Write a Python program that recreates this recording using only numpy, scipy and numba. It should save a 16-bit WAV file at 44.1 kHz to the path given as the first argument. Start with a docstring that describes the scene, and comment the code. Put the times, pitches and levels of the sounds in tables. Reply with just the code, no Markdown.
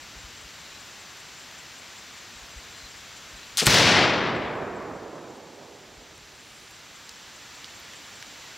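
"""A summer wood: a flintlock pistol is fired a few metres from a stereo microphone.
The flint ticks on the steel, the pan hisses and puffs, and the charge cracks (resonant noise) and booms (sines).
Near trunks, then far woods return it as shaped noise. Crickets and a far bird are gliding sines over noise hiss.
The shot clips the capsule; gain control ducks hiss and crickets, and creeps back up while the gun is handled."""
import sys
import numpy as np
from scipy import signal
from scipy.io import wavfile
from scipy.ndimage import uniform_filter1d, minimum_filter1d
from numba import njit

SR = 44100
rng = np.random.default_rng(int(sys.argv[2]) if len(sys.argv) > 2 else 0)


def transcribe(u):
    """Save the signal u as a 16-bit wav file named by the first command-line argument.

    u: samples, shape (n,) or (channels, n), limited to [-1, 1]; the rate is SR.
    q: integer samples, one column per channel.
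    """
    v = np.clip(np.atleast_2d(u).T, -1, 1)
    q = np.round(v * 32767).astype(np.int16)
    wavfile.write(sys.argv[1], SR, q)


N = 377937  # samples
SHOT_S = 3.6665
GUN_PAN_DB = 2.8  # left minus right


def undb(db):
    """Amplitude ratio of a level in dB."""
    return 10 ** (np.asarray(db, float) / 20)


def add(out, s, x, pan_db=0., right_lag=0):
    """Mix a sound in at s seconds, panned by left minus right dB; the right port hears it right_lag samples late."""
    i = int(round(s * SR))
    x = (x * undb([[pan_db / 2], [-pan_db / 2]]))[:, :N - i]
    x[1] = np.roll(x[1], right_lag)
    out[:, i:i + x.shape[1]] += x


def over_hz(hz, table, axis=1):
    """A table column joined on a log-frequency axis."""
    table = np.array(table, float)
    log_hz = np.log(np.maximum(hz, 1))
    return np.interp(log_hz, np.log(table[:, 0]), table[:, axis])[:, None]


def field(size, level_db, pan_db, like):
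    """Stereo noise whose density and lean in dB depend on (Hz, s); likeness sets the share common to both sides."""
    hz, s, z = signal.stft(rng.standard_normal((2, size)), SR, nperseg=1024)
    likeness = np.clip(over_hz(hz, like), 0, 1)
    shared = np.sqrt(likeness)
    mid = z[0] * np.sqrt((1 + shared) / 2)
    side = z[1] * np.sqrt((1 - shared) / 2)
    gain = undb(level_db(hz, s)) * np.sqrt(SR / 2)  # makes the level a density per Hz
    tilt = undb(pan_db(hz, s) / 2)
    stereo = np.array([(mid + side) * tilt, (mid - side) / tilt]) * gain
    return signal.istft(stereo, SR, nperseg=1024)[1][:, :size]


def lean(hz, pan):
    """Left minus right dB: one lean that fades in the top treble, another in a bell around the low mids."""
    broad_db, low_mid_db = pan
    bell = np.exp(-.5 * (np.log2(np.maximum(hz, 1) / 500) / .8) ** 2)  # centre 500 Hz, spread .8 octave
    return (broad_db / (1 + (hz / 8000) ** 4) + low_mid_db * bell)[:, None]


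def lumps(size, hold):
    """Random levels held for `hold` samples and slewed."""
    steps = np.repeat(rng.standard_normal(size // hold + 1), hold)
    return uniform_filter1d(steps, size=hold)[:size]


def burst(hz, width, t60):
    """A click and dying noise in one steep, broad resonance (width as a fraction of its Hz); peak 1."""
    t = np.arange(2048) / SR
    x = rng.standard_normal(len(t)) * undb(-60 * t / t60)
    x[0] = 1.8
    for _ in range(2):
        x = signal.lfilter(*signal.iirpeak(min(hz, .3 * SR), 1 / width, SR), x)
    return x / np.abs(x).max()


def note(length, hz0, hz1, arch_hz=0.):
    """A soft-edged sine that glides and arches in pitch."""
    u = np.linspace(0, 1, int(length * SR))
    swell = np.sin(np.pi * u)
    hz = hz0 + (hz1 - hz0) * u + arch_hz * swell
    return swell * np.sin(2 * np.pi * np.cumsum(hz) / SR)


# muzzle blast, then its strongest bounces off ground and trunk: [delay after shot t/s, crack level/dB, f/Hz]
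BLAST_CRACKS = [(.0008, 16.5, 3500), (.0025, 21, 1800), (.0062, 25, 1400), (.008, 23, 1800),
                (0.0116, 15, 1200), (0.018, 10, 2200)]
# ringing of the gas bubble: [f/Hz, level/dB, t60/s]
GAS_BOOM = [(139, 13.5, 0.099), (192, 9.5, 0.076), (60, 7, 0.1), (350, 13, 0.041), (580, 8.5, 0.071)]


def shot(out):
    """Cracks of turbulent gas on a low boom of decaying sines."""
    # the barrel mouth whistles as the ball leaves
    add(out, SHOT_S - .0012, undb(4) * note(0.0026, 7600, 8400), GUN_PAN_DB, right_lag=1)
    for delay, db, hz in BLAST_CRACKS:
        add(out, SHOT_S + delay, undb(db) * burst(hz, width=2.2, t60=.013), GUN_PAN_DB)
    t = np.arange(SR) / SR
    boom = sum(undb(db - 60 * t / t60) * np.sin(2 * np.pi * hz * t) for hz, db, t60 in GAS_BOOM)
    add(out, SHOT_S + 0.0042, boom, GUN_PAN_DB)


# flint biting the steel, the hardest catches: [t/s, level/dB]
FLINT_CATCHES = [(3.572, -7.5), (3.5982, -5), (3.603, -2), (3.607, -1)]
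CHATTER_GAP_S, CHATTER_DB, CHATTER_SPREAD_DB = .0028, -12, 3
FLINT_HZ, FLINT_DULLS_HZ_PER_S = 5800, 50000


def flint(out):
    """Each catch on the steel is a bright tick, duller as the flint slows, with uneven chatter among them."""
    start = FLINT_CATCHES[0][0]
    when, size = rng.standard_normal((7, 2)).T
    chatter_s = start + CHATTER_GAP_S * (np.arange(2, 9) + .25 * when)
    chatter = zip(chatter_s, CHATTER_DB + CHATTER_SPREAD_DB * size)
    for s, db in list(FLINT_CATCHES) + list(chatter):
        hz = FLINT_HZ - FLINT_DULLS_HZ_PER_S * (s - start)
        add(out, s, undb(db) * burst(hz, width=1.15, t60=0.0075), GUN_PAN_DB)


def powder(out, s, rise_s, db, fall_db_s, band_hz, side_db):
    """Hiss or puff: band noise that swells, then falls until the shot; side_db sets its stereo spread."""
    t = np.arange(0, SHOT_S - s, 1 / SR)
    band = signal.butter(2, band_hz, "band", fs=SR, output="sos")
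    mid, side = signal.sosfilt(band, rng.standard_normal((2, SR // 10)))
    stereo = mid + undb(side_db) * side * np.array([[1], [-1]])
    swell = np.minimum(t / rise_s, 1) ** .5
    fall = undb(db - fall_db_s * np.maximum(t - rise_s, 0))
    add(out, s, stereo[:, :len(t)] / mid.std() * swell * fall, GUN_PAN_DB)


def priming(out):
    """The pan hisses and puffs once, then a last short hiss and puff lead into the shot; puffs spread wide."""
    powder(out, 3.574, rise_s=.04, db=-19.5, fall_db_s=250, band_hz=[1100, 6500], side_db=-25)  # pan hiss
    powder(out, 3.617, rise_s=.013, db=-21.5, fall_db_s=800, band_hz=[110, 500], side_db=-8)  # pan puff
    powder(out, 3.656, rise_s=.003, db=-18, fall_db_s=500, band_hz=[1500, 9000], side_db=-25)  # last hiss
    powder(out, 3.655, rise_s=.003, db=-25, fall_db_s=3000, band_hz=[150, 900], side_db=-8)  # last puff


# echo from the near trunks: [f/Hz, starting level/dB per Hz, t60/s before the late loss]
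NEAR_TRUNKS = [(40, -42, 1.5), (128, -22.5, 1.37), (293, -30.5, 1.96), (583, -29.5, 1.85),
               (1110, -32.5, 1.8), (2140, -28.5, 1.46), (4040, -29.5, 1.12), (5430, -30, 0.9),
               (8920, -42, 0.61), (15100, -51, 0.4)]
# echo from the far woods, duller and more to the right: [f/Hz, starting level/dB per Hz, t60/s before the late loss]
FAR_WOODS = [(40, -41, 2.8), (120, -41, 4), (196, -42.5, 4.3), (372, -37.5, 4.4), (750, -40, 3.94),
             (1300, -40, 2.98), (2450, -42.5, 2.18), (4500, -92, 1.5)]
# how alike the echo is left and right: [f/Hz, likeness 0 to 1]
ECHO_LIKENESS = [(60, 0.98), (300, .97), (640, 0.95), (1400, 1), (3100, .99), (5500, 0.97), (8000, 0.2),
                 (15000, 0.64)]
# denser stands of trees answer in swells: [t/s, lift level/dB]
DENSE_STANDS = [(3.93, 5), (4.03, 5)]
# left minus right: (broad lean dB, low-mid lean dB)
TRUNKS_PAN, WOODS_PAN = (3, -1), (.5, -5)
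TRUNKS_RISE_S, WOODS_RISE_S, STAND_SPREAD_S = .012, .3, .04
PATCHY_DB, SURGE_DB = 1.2, .7  # short and long lumps, before slewing
LATE_LOSS_DB = .87  # times seconds squared, as the returns thin out


def echoes(out):
    """Scattered returns with a decay for each pitch, the highs dying soonest; lumpy as trunks stand unevenly."""
    t = np.arange(4 * SR) / SR
    swell_db = sum(db * np.exp(-.5 * ((t + SHOT_S - s) / STAND_SPREAD_S) ** 2) for s, db in DENSE_STANDS)
    returns = ((NEAR_TRUNKS, TRUNKS_PAN, TRUNKS_RISE_S), (FAR_WOODS, WOODS_PAN, WOODS_RISE_S))
    for table, pan, rise_s in returns:
        def level_db(hz, s):
            return over_hz(hz, table) - 60 * s / over_hz(hz, table, axis=2)

        echo = field(len(t), level_db, lambda hz, s: lean(hz, pan), ECHO_LIKENESS)
        rough_db = PATCHY_DB * lumps(len(t), hold=300) + SURGE_DB * lumps(len(t), hold=2500)
        rise = 1 - np.exp(-t / rise_s)
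        add(out, SHOT_S, echo * rise * undb(swell_db + rough_db - LATE_LOSS_DB * t ** 2))


# small ticks of lock, buckle and twigs; the lower, the broader: [t/s, level/dB, f/Hz]
HANDLING_TICKS = [(1.171, -45, 12500), (5.369, -43, 8300), (6.178, -38, 8400), (6.709, -40, 12500),
                  (7.093, -26, 5200), (7.644, -24.5, 3300), (7.6555, -37, 3500), (7.799, -43, 13000),
                  (7.935, -33, 2000), (8.2257, -27.5, 2200)]
# cloth sliding: [t/s, length/s, f/Hz, level/dB]
SLEEVE_RUBS = [(6.252, 0.63, 9400, -61.5), (7.149, .5, 4050, -62)]


def handling(out):
    """Ticks are resonant bursts; cloth is grainy noise in one resonance."""
    for s, db, hz in HANDLING_TICKS:
        add(out, s, undb(db) * burst(hz, min(3600 / hz, 2.4), t60=0.011))
    for s, length, hz, db in SLEEVE_RUBS:
        size = int(length * SR)
        grains = rng.standard_normal(size) * undb(1.5 * rng.exponential(size=size))
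        cloth = signal.lfilter(*signal.iirpeak(hz, 6, SR), grains)
        add(out, s, undb(db) * cloth / cloth.std() * np.hanning(size) ** .5)


# wind buffeting the microphone: [t/s, level/dB]
WIND_BUFFETS = [(0.159, -38), (0.238, -37), (0.439, -43), (2.349, -45), (2.415, -41), (2.559, -32.5),
                (2.829, -40.5), (3.331, -39), (5.969, -36)]


def buffets(out):
    """Each push of wind on the microphone is about two low cycles, sliding down."""
    for s, db in WIND_BUFFETS:
        add(out, s - .005, undb(db) * note(2.1 / 55, 66, 28.6), pan_db=1.5)


# the other singers: [f/Hz, mean rate/chirps per s, mean level/dB, left minus right/dB]
CRICKET_CHORUS = [(7500, 5.6, -55, -3), (7100, 5.2, -55, -2), (7000, 6.1, -58, 2), (6750, 4.7, -58, -2),
                  (6000, 5.5, -60, 0)]
# nearest cricket: its chirps a second, their slowing per second, mean level and pan
FIRST_CHIRP_S, CRICKET_RATE, CRICKET_SLOWS = .025, 5.115, .0196
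CRICKET_DB, CRICKET_PAN_DB, CHIRP_S = -51, 7, .038


def crickets(out):
    """Arched sine chirps: one regular singer close by; the others drift in and out of step."""
    k = np.arange(int(N / SR * CRICKET_RATE) - 1)
    chirp_s = FIRST_CHIRP_S + k / (CRICKET_RATE - CRICKET_SLOWS / 2 * k / CRICKET_RATE)
    for s, size in zip(chirp_s, rng.standard_normal(len(k))):
        chirp = undb(CRICKET_DB + 0.87 * size) * note(CHIRP_S, 7400, 7320, arch_hz=300)
        add(out, s - CHIRP_S / 2, chirp, CRICKET_PAN_DB, right_lag=2)
    for hz, rate, db, pan_db in CRICKET_CHORUS:
        gap, size, tune = rng.standard_normal((3, int(N / SR * 7)))
        for s, louder, sharper in zip(np.cumsum((1 + 0.073 * gap) / rate), size, tune):
            if s < N / SR:
                chirp = note(CHIRP_S, hz + 30 * sharper, hz - 120, arch_hz=72)
                add(out, s, undb(db + 2.3 * louder) * chirp, pan_db, right_lag=-1)


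# short phrases of a far bird: [t/s, notes, f/Hz, level/dB of the last note]
BIRD_PHRASES = [(.63, 3, 4000, -50), (2.72, 3, 4100, -47), (3.357, 2, 4020, -51)]


def bird(out):
    """Sagging sine notes off to the left, each phrase swelling 3 dB a note."""
    for s, notes, hz, db in BIRD_PHRASES:
        count = int(round(notes))
        for k in range(count):
            tone = note(.055, hz, hz - 120, arch_hz=60)
            add(out, s + k * .055, undb(db - 3 * (notes - 1 - k)) * tone, pan_db=6.0)


# colour of the steady hiss of leaves and preamp: [f/Hz, relative level/dB per Hz]
HISS_COLOUR = [(15, -34), (25, 4), (217, -2.5), (285, -2.5), (405, -5), (476, -5), (575, -4.5), (796, -3.5),
               (1700, -1), (3920, -3), (7510, -7), (8590, -18.5), (13200, -21.5), (16000, -26.5)]
# how alike the hiss is left and right: [f/Hz, likeness 0 to 1]
HISS_LIKENESS = [(60, 0.93), (290, 0.75), (640, 0.84), (1200, 1), (6000, 0.99), (6900, 0.17), (11000, 0.23),
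                 (12500, .99)]
# lift or drop of the bass in the breeze: [t/s, level/dB]
BREEZE_BASS = [(0, 3), (.6, 2), (.9, -3.5), (1.9, -3), (3.5, 3), (5.6, -4), (6, 7), (7.2, -1.5), (8.6, -2)]
# span over which the hiss drifts to the right, most in the low mids: [start t/s, end t/s]
DRIFT_S = [3.0, 5.5]
HISS_DB, GUST_TOP_HZ = -44.5, 130
HISS_PAN, LATE_PAN = (1.5, -3), (0, -5)  # left minus right: (broad lean dB, low-mid lean dB)


def hiss():
    """Smooth shaped noise; the breeze moves only its bass."""
    breeze_s, breeze_db = np.transpose(BREEZE_BASS)

    def level_db(hz, s):
        bass = 1 / (1 + (hz[:, None] / GUST_TOP_HZ) ** 4)
        return over_hz(hz, HISS_COLOUR) + np.interp(s, breeze_s, breeze_db) * bass

    def pan_db(hz, s):
        early, late = lean(hz, HISS_PAN), lean(hz, LATE_PAN)
        return early + np.interp(s, DRIFT_S, [0, 1]) * (late - early)

    x = field(N, level_db, pan_db, HISS_LIKENESS)
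    return x * undb(HISS_DB) / np.mean(x, axis=0).std()


def scene():
    """Everything in the wood, laid over the hiss."""
    out = hiss()
    for source in (shot, flint, priming, echoes, handling, buffets, crickets, bird):
        source(out)
    return out


OVERLOAD_DB, LOW_CUT_HZ, TOP_HZ = 11.5, 56, 15750
LIMIT_DB, ATTACK_S, RELEASE_S = -7, .0015, .039  # quick gain stage
DUCK_DB, SINK_DB_S, CREEP_DB_S = 11., 63, 3  # slow gain stage: deepest cut, dB per second down and back


@njit
def riding(over_db, attack, release, duck_db, sink, creep):
    """Gain cut in dB: a quick stage chases the peaks, a slow stage sinks under load and creeps back."""
    cut, quick, slow = np.empty(len(over_db)), 0., 0.
    for i in range(len(over_db)):
        quick += (over_db[i] - quick) * (attack if over_db[i] > quick else release)
        slow = min(slow + sink, duck_db) if quick > slow else max(slow - creep, 0.)
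        cut[i] = max(quick, slow)
    return cut


def record(dry):
    """The capsule clips the blast, the bass is cut, gain control rides the level, the top is cut."""
    x = undb(OVERLOAD_DB) * np.tanh(dry / undb(OVERLOAD_DB))
    x = signal.sosfilt(signal.butter(2, LOW_CUT_HZ, "high", fs=SR, output="sos"), x)
    peak = -minimum_filter1d(-np.abs(x).max(axis=0), size=220)  # loudest of either side in a 5 ms window
    over_db = np.maximum(20 * np.log10(peak + 1e-9) - LIMIT_DB, -6)
    attack, release = 1 / (ATTACK_S * SR), 1 / (RELEASE_S * SR)
    x = x * undb(-riding(over_db, attack, release, DUCK_DB, SINK_DB_S / SR, CREEP_DB_S / SR))
    return signal.sosfilt(signal.ellip(10, .2, 80, TOP_HZ, fs=SR, output="sos"), x)


dry = scene()
out = record(dry)
transcribe(out)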